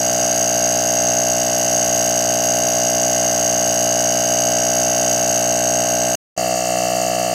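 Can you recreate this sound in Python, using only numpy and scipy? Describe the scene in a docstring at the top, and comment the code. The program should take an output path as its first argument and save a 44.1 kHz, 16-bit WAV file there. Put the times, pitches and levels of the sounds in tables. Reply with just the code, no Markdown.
"""A small electric piston compressor fills a steel bottle inside a car, close to the microphone, at a nearly even speed.
Every turn brings a low puff of air (overtones of the crank speed), a few knocks of rod and piston (impulses
ringing casing, cylinder and head), and the ring and hiss of a reed valve (ringing modes and gated noise).
After a short dead silence it is heard at a higher pressure: the valve now rasps and ticks instead of squealing.
Behind it all lies a faint, steady rush of motor and gears."""
import sys
import numpy as np
from scipy import signal
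from scipy.fft import rfft, irfft, next_fast_len
from scipy.io import wavfile
from scipy.ndimage import map_coordinates

SR = 44100
rng = np.random.default_rng(int(sys.argv[2]) if len(sys.argv) > 2 else 0)


def dump_mix(stems):
    """Bounce the given channels to the path in sys.argv[1] as a 16-bit WAV at rate SR."""
    frames = np.atleast_2d(stems).T  # one column per channel
    limited = np.clip(frames, -1, 1)  # hard clip at full scale
    pcm = np.round(limited * 32767).astype(np.int16)
    wavfile.write(sys.argv[1], SR, pcm)


N = 323694

# Levels in the tables are relative: each layer is brought to its own level afterwards.
# rush of motor and gears: [f/Hz, level/dB]
MOTOR_RUSH = [(20, -10.5), (50, -7), (120, -5.5), (300, -5.5), (450, -7), (660, -0.5), (950, -5.5),
              (1600, -6.5), (2100, -7.5), (2400, -11), (2800, -7), (3350, -12.5), (5000, -6.5),
              (8000, -27.5)]
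# crank speed at low pressure: [t/s, speed/turns per s]
CRANK_SPEED_LOW = [(0.0, 60.53), (0.3, 60.79), (0.8, 60.63), (2.9, 60.66), (3.95, 60.37), (4.4, 60.61),
                   (5.1, 60.74), (5.7, 60.69), (6.15, 60.9)]
# crank speed at high pressure, slowed evenly by the load: [t/s, speed/turns per s]
CRANK_SPEED_HIGH = [(6.38, 61.14), (7.34, 60.89)]
# rod and piston contacts in one turn, low pressure:
# [crank angle/turns, casing level/dB, cylinder level/dB, head level/dB]
CONTACTS_LOW = [(0.072, -7, -6, -11), (0.266, -1, -15, -9), (0.341, 1, -11, -14), (0.44, -7, -3, 1),
                (0.509, -6, -1, -12), (0.605, -9, -2, -5), (0.834, -8, -5, -9), (0.952, -10, -11, -6)]
# the same contacts at high pressure, same columns and units
CONTACTS_HIGH = [(0.038, -7, -10, -5), (0.143, 2, -5, -8), (0.242, 1, -13, -13), (0.412, -4, -1, 0),
                 (0.461, -12, 2, -3), (0.599, -11, -8, -4), (0.713, -10, -6, -9), (0.891, -16, -12, -4)]
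# ringing modes of the casing: [f/Hz, width/Hz, level/dB]
CASING_MODES = [(1100, 90, -1), (1280, 130, -2), (1530, 200, -1), (1720, 150, -3), (1880, 110, -4),
                (2050, 110, -1.5), (2270, 90, -8)]
# ringing modes of the cylinder: [f/Hz, width/Hz, level/dB]
CYLINDER_MODES = [(2690, 100, -3), (2800, 130, 0), (2930, 120, -2), (3100, 70, -7)]
# ringing modes of the head, low pressure: [f/Hz, width/Hz, level/dB]
HEAD_MODES_LOW = [(3900, 600, -17), (4450, 300, -10), (4800, 150, 0), (4990, 120, -13)]
# ringing modes of the head, high pressure: [f/Hz, width/Hz, level/dB]
HEAD_MODES_HIGH = [(4486, 180, 0.5), (4830, 110, 0)]
# spectrum of air through the valve, low pressure: [f/Hz, level/dB]
AIR_LOW = [(3000, -30), (5500, -4), (7000, 2), (7450, -3), (7750, 5), (8100, 5), (8330, -4), (8550, 0),
           (9350, -13), (10100, -2), (10550, -7), (11400, 4), (11800, -2), (12150, -1), (13400, -17),
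           (14300, -14), (14900, -1), (15700, -12)]
# spectrum of air through the valve, high pressure: [f/Hz, level/dB]
AIR_HIGH = [(3000, -30), (5100, -10), (5600, 2), (6700, 8), (7650, -1), (8400, 0), (9550, -13), (10000, -9),
            (11400, -13), (11850, -11), (12150, -4), (12650, -8), (13700, -20), (15000, -15), (15450, -11)]
# air flow over one turn, low pressure: [crank angle/turns, rasp level/dB, fizz level/dB]
FLOW_LOW = [(.05, -1, -3), (.28, -5, -4.5), (.4, -2, -4), (.48, 3, -4), (.6, 0, -2), (.78, 1, 5),
            (.9, 0, 2)]
# air flow over one turn, high pressure: [crank angle/turns, rasp level/dB, fizz level/dB]
FLOW_HIGH = [(0, -2, -3), (.07, 1, 3), (.2, -1, -1), (.3, -2, -2), (.43, 2, -3), (.6, -1, -2), (.75, 0, 5),
             (.86, 1, 1)]
# puff through pump body and cabin, low pressure: [multiple of crank speed, level/dB]
PUFF_ORDERS_LOW = [(1, -22.5), (2, -11), (3, -12), (4, -9.5), (5, -8.5), (6, -19.5), (7, -15.5), (8, -17),
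                   (9, -8), (10, -0.5), (11, 2), (12, -5), (13, -8), (14, -11), (15, -33), (16, -39.5)]
# puff through pump body and cabin, high pressure: [multiple of crank speed, level/dB]
PUFF_ORDERS_HIGH = [(1, -20), (2, -9.5), (3, -6), (4, -11.5), (5, -7.5), (6, -14), (7, -16.5), (8, -8.5),
                    (9, -4), (10, 2), (11, 6), (12, 3), (13, -12.5), (14, -10), (15, -22.5), (16, -47)]
# ringing modes of the outlet reed: [f/Hz, width/Hz, level/dB]
REED_MODES = [(5690, 130, -9), (6060, 170, -7.5), (6310, 230, -3.5), (6490, 200, 0)]
# change of colour as the microphone swings over the bottle: [f/Hz, gain/dB]
MICROPHONE_SWING = [(2900, 0), (3400, -3), (4300, 3), (4800, -3), (5500, 0), (7300, 0), (7800, 2),
                    (10000, 0), (11300, -3), (12200, 3), (13000, -1), (14700, -4), (15300, 0)]

T = np.arange(N) / SR
SIZE = next_fast_len(N + SR // 2, real=True)
HZ = np.fft.rfftfreq(SIZE, 1 / SR)
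TOP_HZ = 15650

# base levels at low pressure (dB)
RUSH_LOW_DB, SLAP_LOW_DB, HISS_LOW_DB, CLATTER_LOW_DB = -34.5, -41, -30.5, -29.5
PUFF_LOW_DB, REED_DB = -21, -20
# the puff grows a little as the pressure builds
PUFF_GROWS_DB_PER_S = 0.13
# as the bottle fills the squeal begins to die away
SQUEAL_FADES_S, SQUEAL_FADE_DB_PER_S = 5.17, 2.5
# the reed catches the air now better, now worse: depth (dB) and random knots per second
CATCH_DB, CATCH_RATE = .3, 6
# base levels at high pressure (dB)
RUSH_HIGH_DB, TICK_HIGH_DB, HISS_HIGH_DB, PUFF_HIGH_DB = -39, -33.5, -27.5, -19.5
# a short spell of harder ticks: middle (s), half length to 1/e (s), rise (dB)
SPELL_S, SPELL_HALF_S, SPELL_DB = 6.63, 0.072, 4
# while the ticks are harder, puff and knocks are softer (dB)
SPELL_DIP_DB = 1.5


def amp(db):
    """Decibels to gain."""
    return 10 ** (np.asarray(db) / 20)


def unit(x):
    """Scale to rms 1."""
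    return x / np.sqrt(np.mean(x ** 2) + 1e-20)


def curves(rows):
    """One value per sample for each column after the time."""
    s, *cols = np.transpose(rows)
    return [np.interp(T, s, c) for c in cols]


def wobble(rate):
    """A smooth random curve, rate knots a second."""
    knots = rng.standard_normal(int(N * rate / SR) + 4)
    return map_coordinates(knots, [T * rate])


def filtered(x, response):
    """x through a frequency response."""
    return irfft(rfft(x, SIZE) * response, SIZE)[:N]


def colour(points):
    """Gain of (Hz, dB) points on a log frequency axis."""
    hz, db = np.transpose(points)
    return amp(np.interp(np.log(HZ + 1), np.log(hz), db))


def causal(gain):
    """The minimum-phase response of this gain, which rings only after the blow."""
    cepstrum = irfft(np.log(gain + 1e-6), SIZE)
    cepstrum[1:SIZE // 2] *= 2
    cepstrum[SIZE // 2 + 1:] = 0
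    return np.exp(rfft(cepstrum))


def resonances(modes):
    """Sum of damped resonators (Hz, width in Hz, dB) with alternating sign."""
    response = 0
    for k, (centre, width, db) in enumerate(modes):
        damping = 1j * HZ * width
        response = response + (-1) ** k * amp(db) * damping / (centre * centre - HZ * HZ + damping)
    return response


def crank_angle(speed, start):
    """Turns of the crank, summed from its speed; it stands at start at the first time of the table."""
    turns = np.cumsum(curves(speed)[0]) / SR
    return start + turns - np.interp(speed[0][0], T, turns)


def strokes(crank, angle, jitter_s, scatter_db):
    """One impulse each time the crank passes the angle, scattered in time and strength."""
    turns = np.arange(np.ceil(crank[0] - angle), crank[-1] - angle) + angle
    chance = rng.standard_normal((len(turns), 2))
    at = (np.interp(turns, crank, T) + jitter_s * chance[:, 0]) * SR
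    # a windowed sinc places each impulse between samples
    taps = np.floor(at)[:, None] + np.arange(-7, 9)
    off = taps - at[:, None]
    pulse = np.sinc(off) * np.cos(np.pi * off / 16) ** 2
    strength = amp(scatter_db * chance[:, 1:])
    places = np.clip(taps, 0, N - 1).astype(int)
    return np.bincount(places.ravel(), (pulse * strength).ravel(), N)


def cabin(x):
    """Seats and trim return a short, dense echo: a noise tail falling 60 dB in 40 ms."""
    t = T[:SR // 10]
    tail = rng.standard_normal(len(t)) * amp(-60 * t / .04)
    echo = signal.fftconvolve(x, tail / np.linalg.norm(tail))[:N]
    return x + amp(-13) * echo


def motor_rush():
    """Motor and gears give a steady broadband rush: coloured noise of rms 1."""
    return unit(filtered(rng.standard_normal(N), colour(MOTOR_RUSH)))


def ticks(crank, angle, spectrum):
    """The valve slaps its seat and chatters for a moment, harder on some turns than others."""
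    slaps = strokes(crank, angle, jitter_s=.00007, scatter_db=1.8)
    decay = amp(-60 * T[:SR // 100] / .007)  # 60 dB in 7 ms
    chatter = signal.fftconvolve(slaps, decay)[:N] * rng.standard_normal(N)
    softened = colour(spectrum) / (1 + (HZ / 9500) ** 4)
    return unit(filtered(chatter, causal(softened)))


def knocks(crank, contacts, head_modes, casing_db, cylinder_db, head_db):
    """Play in rod and piston is taken up at the same, slowly drifting angles and rings three metal parts."""
    blows = []
    for angle, *_ in contacts:
        drifting = crank + .0012 * wobble(1.2)
        blows.append(strokes(drifting, angle, jitter_s=.000015, scatter_db=1.2))
    # how hard each contact drives casing, cylinder and head
    drives = amp(np.array(contacts)[:, 1:]).T @ np.array(blows)
    all_modes = (CASING_MODES, CYLINDER_MODES, head_modes)
    clatter = 0
    for drive, modes, db in zip(drives, all_modes, (casing_db, cylinder_db, head_db)):
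        ringing = filtered(drive, resonances(modes))
        clatter = clatter + amp(db) * unit(cabin(ringing))
    return clatter


def hiss(crank, flow, spectrum, fizz_db):
    """Turbulent air: coarse rasp and fine fizz swell at different angles of each turn."""
    angle, *levels = np.transpose(flow)
    streams = []
    for db in levels:
        swell_db = np.interp(crank, angle, db, period=1) + 0.99 * wobble(60)
        streams.append(amp(swell_db) * rng.standard_normal(N))
    rasp, fizz = streams
    high = 1 / (1 + (9000 / (HZ + 1)) ** 16)  # power share of the fizz, above 9 kHz
    air = colour(spectrum)
    low_air = filtered(rasp, air * np.sqrt(1 - high))
    high_air = filtered(fizz, air * np.sqrt(high))
    return unit(low_air + amp(fizz_db) * high_air)


def puff(crank, orders, opens, lasts, flutter_hz, push):
    """The intake reed flutters while open; body and cabin set the strength of each overtone."""
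    speed = (crank[-1] - crank[0]) / T[-1]
    angle = np.linspace(0, 1, 512, endpoint=False)
    lift = np.clip((angle - opens) / lasts, 0, 1)  # progress through the opening
    flutter = np.sin(2 * np.pi * flutter_hz / speed * (angle - opens))
    flow = np.sqrt(np.abs(np.sin(np.pi * lift))) * (flutter + push * (1 - 2 * lift))
    # the flow sets the phase of each overtone, the table its strength
    phases = np.angle(rfft(flow))
    boom = 0
    for k, db in orders:
        order = round(k)
        boom = boom + amp(db) * np.cos(2 * np.pi * order * crank + phases[order])
    return unit(boom) * amp(.35 * wobble(30))


def squeal(crank, flutter_db, stop):
    """The outlet reed snaps open, then the escaping air keeps it ringing until the stroke ends."""
    reed = resonances(REED_MODES)
    opening = strokes(crank + .001 * wobble(6), .47, jitter_s=.000015, scatter_db=1.2)
    snap = unit(filtered(opening, reed * resonances([(6400, 500, 0)])))
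    # air passes around 0.77 of a turn
    open_gate = np.exp(-(((crank - .77 + .5) % 1 - .5) / .18) ** 4)
    flutter = unit(filtered(rng.standard_normal(N) * open_gate, reed))
    swing = signal.hilbert(snap + amp(flutter_db) * flutter)
    # the reed's stop bounds its swing
    bounded = swing.real / np.sqrt(1 + (np.abs(swing) / stop) ** 2)
    return unit(cabin(bounded))


def low_pressure():
    """The valve stays open long and squeals; air that misses the reed escapes as hiss."""
    crank = crank_angle(CRANK_SPEED_LOW, .65)
    catch_db = CATCH_DB * wobble(CATCH_RATE)
    fade_db = SQUEAL_FADE_DB_PER_S * np.maximum(T - SQUEAL_FADES_S, 0)
    motor = amp(RUSH_LOW_DB) * motor_rush()
    slap = amp(SLAP_LOW_DB) * ticks(crank, .46, AIR_LOW)
    clatter = amp(CLATTER_LOW_DB) * knocks(crank, CONTACTS_LOW, HEAD_MODES_LOW,
                                           casing_db=-5.5, cylinder_db=-5.0, head_db=-4.0)
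    leak = amp(HISS_LOW_DB - catch_db) * hiss(crank, FLOW_LOW, AIR_LOW, fizz_db=-1.0)
    boom = puff(crank, PUFF_ORDERS_LOW, opens=.05, lasts=.32, flutter_hz=755, push=.17)
    boom = amp(PUFF_LOW_DB + PUFF_GROWS_DB_PER_S * T) * boom
    ring = amp(REED_DB + catch_db - fade_db) * squeal(crank, flutter_db=0, stop=6.5)
    pump = motor + slap + clatter + leak + boom + ring
    # the microphone swings over the bottle
    moved = np.interp(T, [5.15, 5.45], [0, 1])
    return (1 - moved) * pump + moved * filtered(pump, colour(MICROPHONE_SWING))


def high_pressure():
    """Against more pressure the valve only ticks and rasps."""
    crank = crank_angle(CRANK_SPEED_HIGH, .223)
    spell = np.exp(-((T - SPELL_S) / SPELL_HALF_S) ** 2)
    motor = amp(RUSH_HIGH_DB) * motor_rush()
    slap = amp(TICK_HIGH_DB + SPELL_DB * spell) * ticks(crank, .035, AIR_HIGH)
    clatter = knocks(crank, CONTACTS_HIGH, HEAD_MODES_HIGH,
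                     casing_db=-35.0, cylinder_db=-34.0, head_db=-32.5)
    rasp = amp(HISS_HIGH_DB) * hiss(crank, FLOW_HIGH, AIR_HIGH, fizz_db=1.5)
    boom = puff(crank, PUFF_ORDERS_HIGH, opens=.045, lasts=.4, flutter_hz=736, push=.07)
    boom = amp(PUFF_HIGH_DB) * boom
    return motor + slap + rasp + amp(-SPELL_DIP_DB * spell) * (clatter + boom)


def scene():
    """Two stretches of pumping with dead silence between them."""
    first = np.interp(T, [6.153, 6.155], [1, 0])
    # the second stretch enters faintly for some 10 ms, then fully
    second = np.interp(T, [6.364, 6.367, 6.375, 6.377], [0, .15, .15, 1])
    return (first * low_pressure() + second * high_pressure())[None]


def record(dry):
    """A steep low-pass keeps almost nothing above the band limit."""
    return np.array([filtered(x, 1 / (1 + (HZ / TOP_HZ) ** 200)) for x in dry])


dry = scene()
out = record(dry)
dump_mix(out)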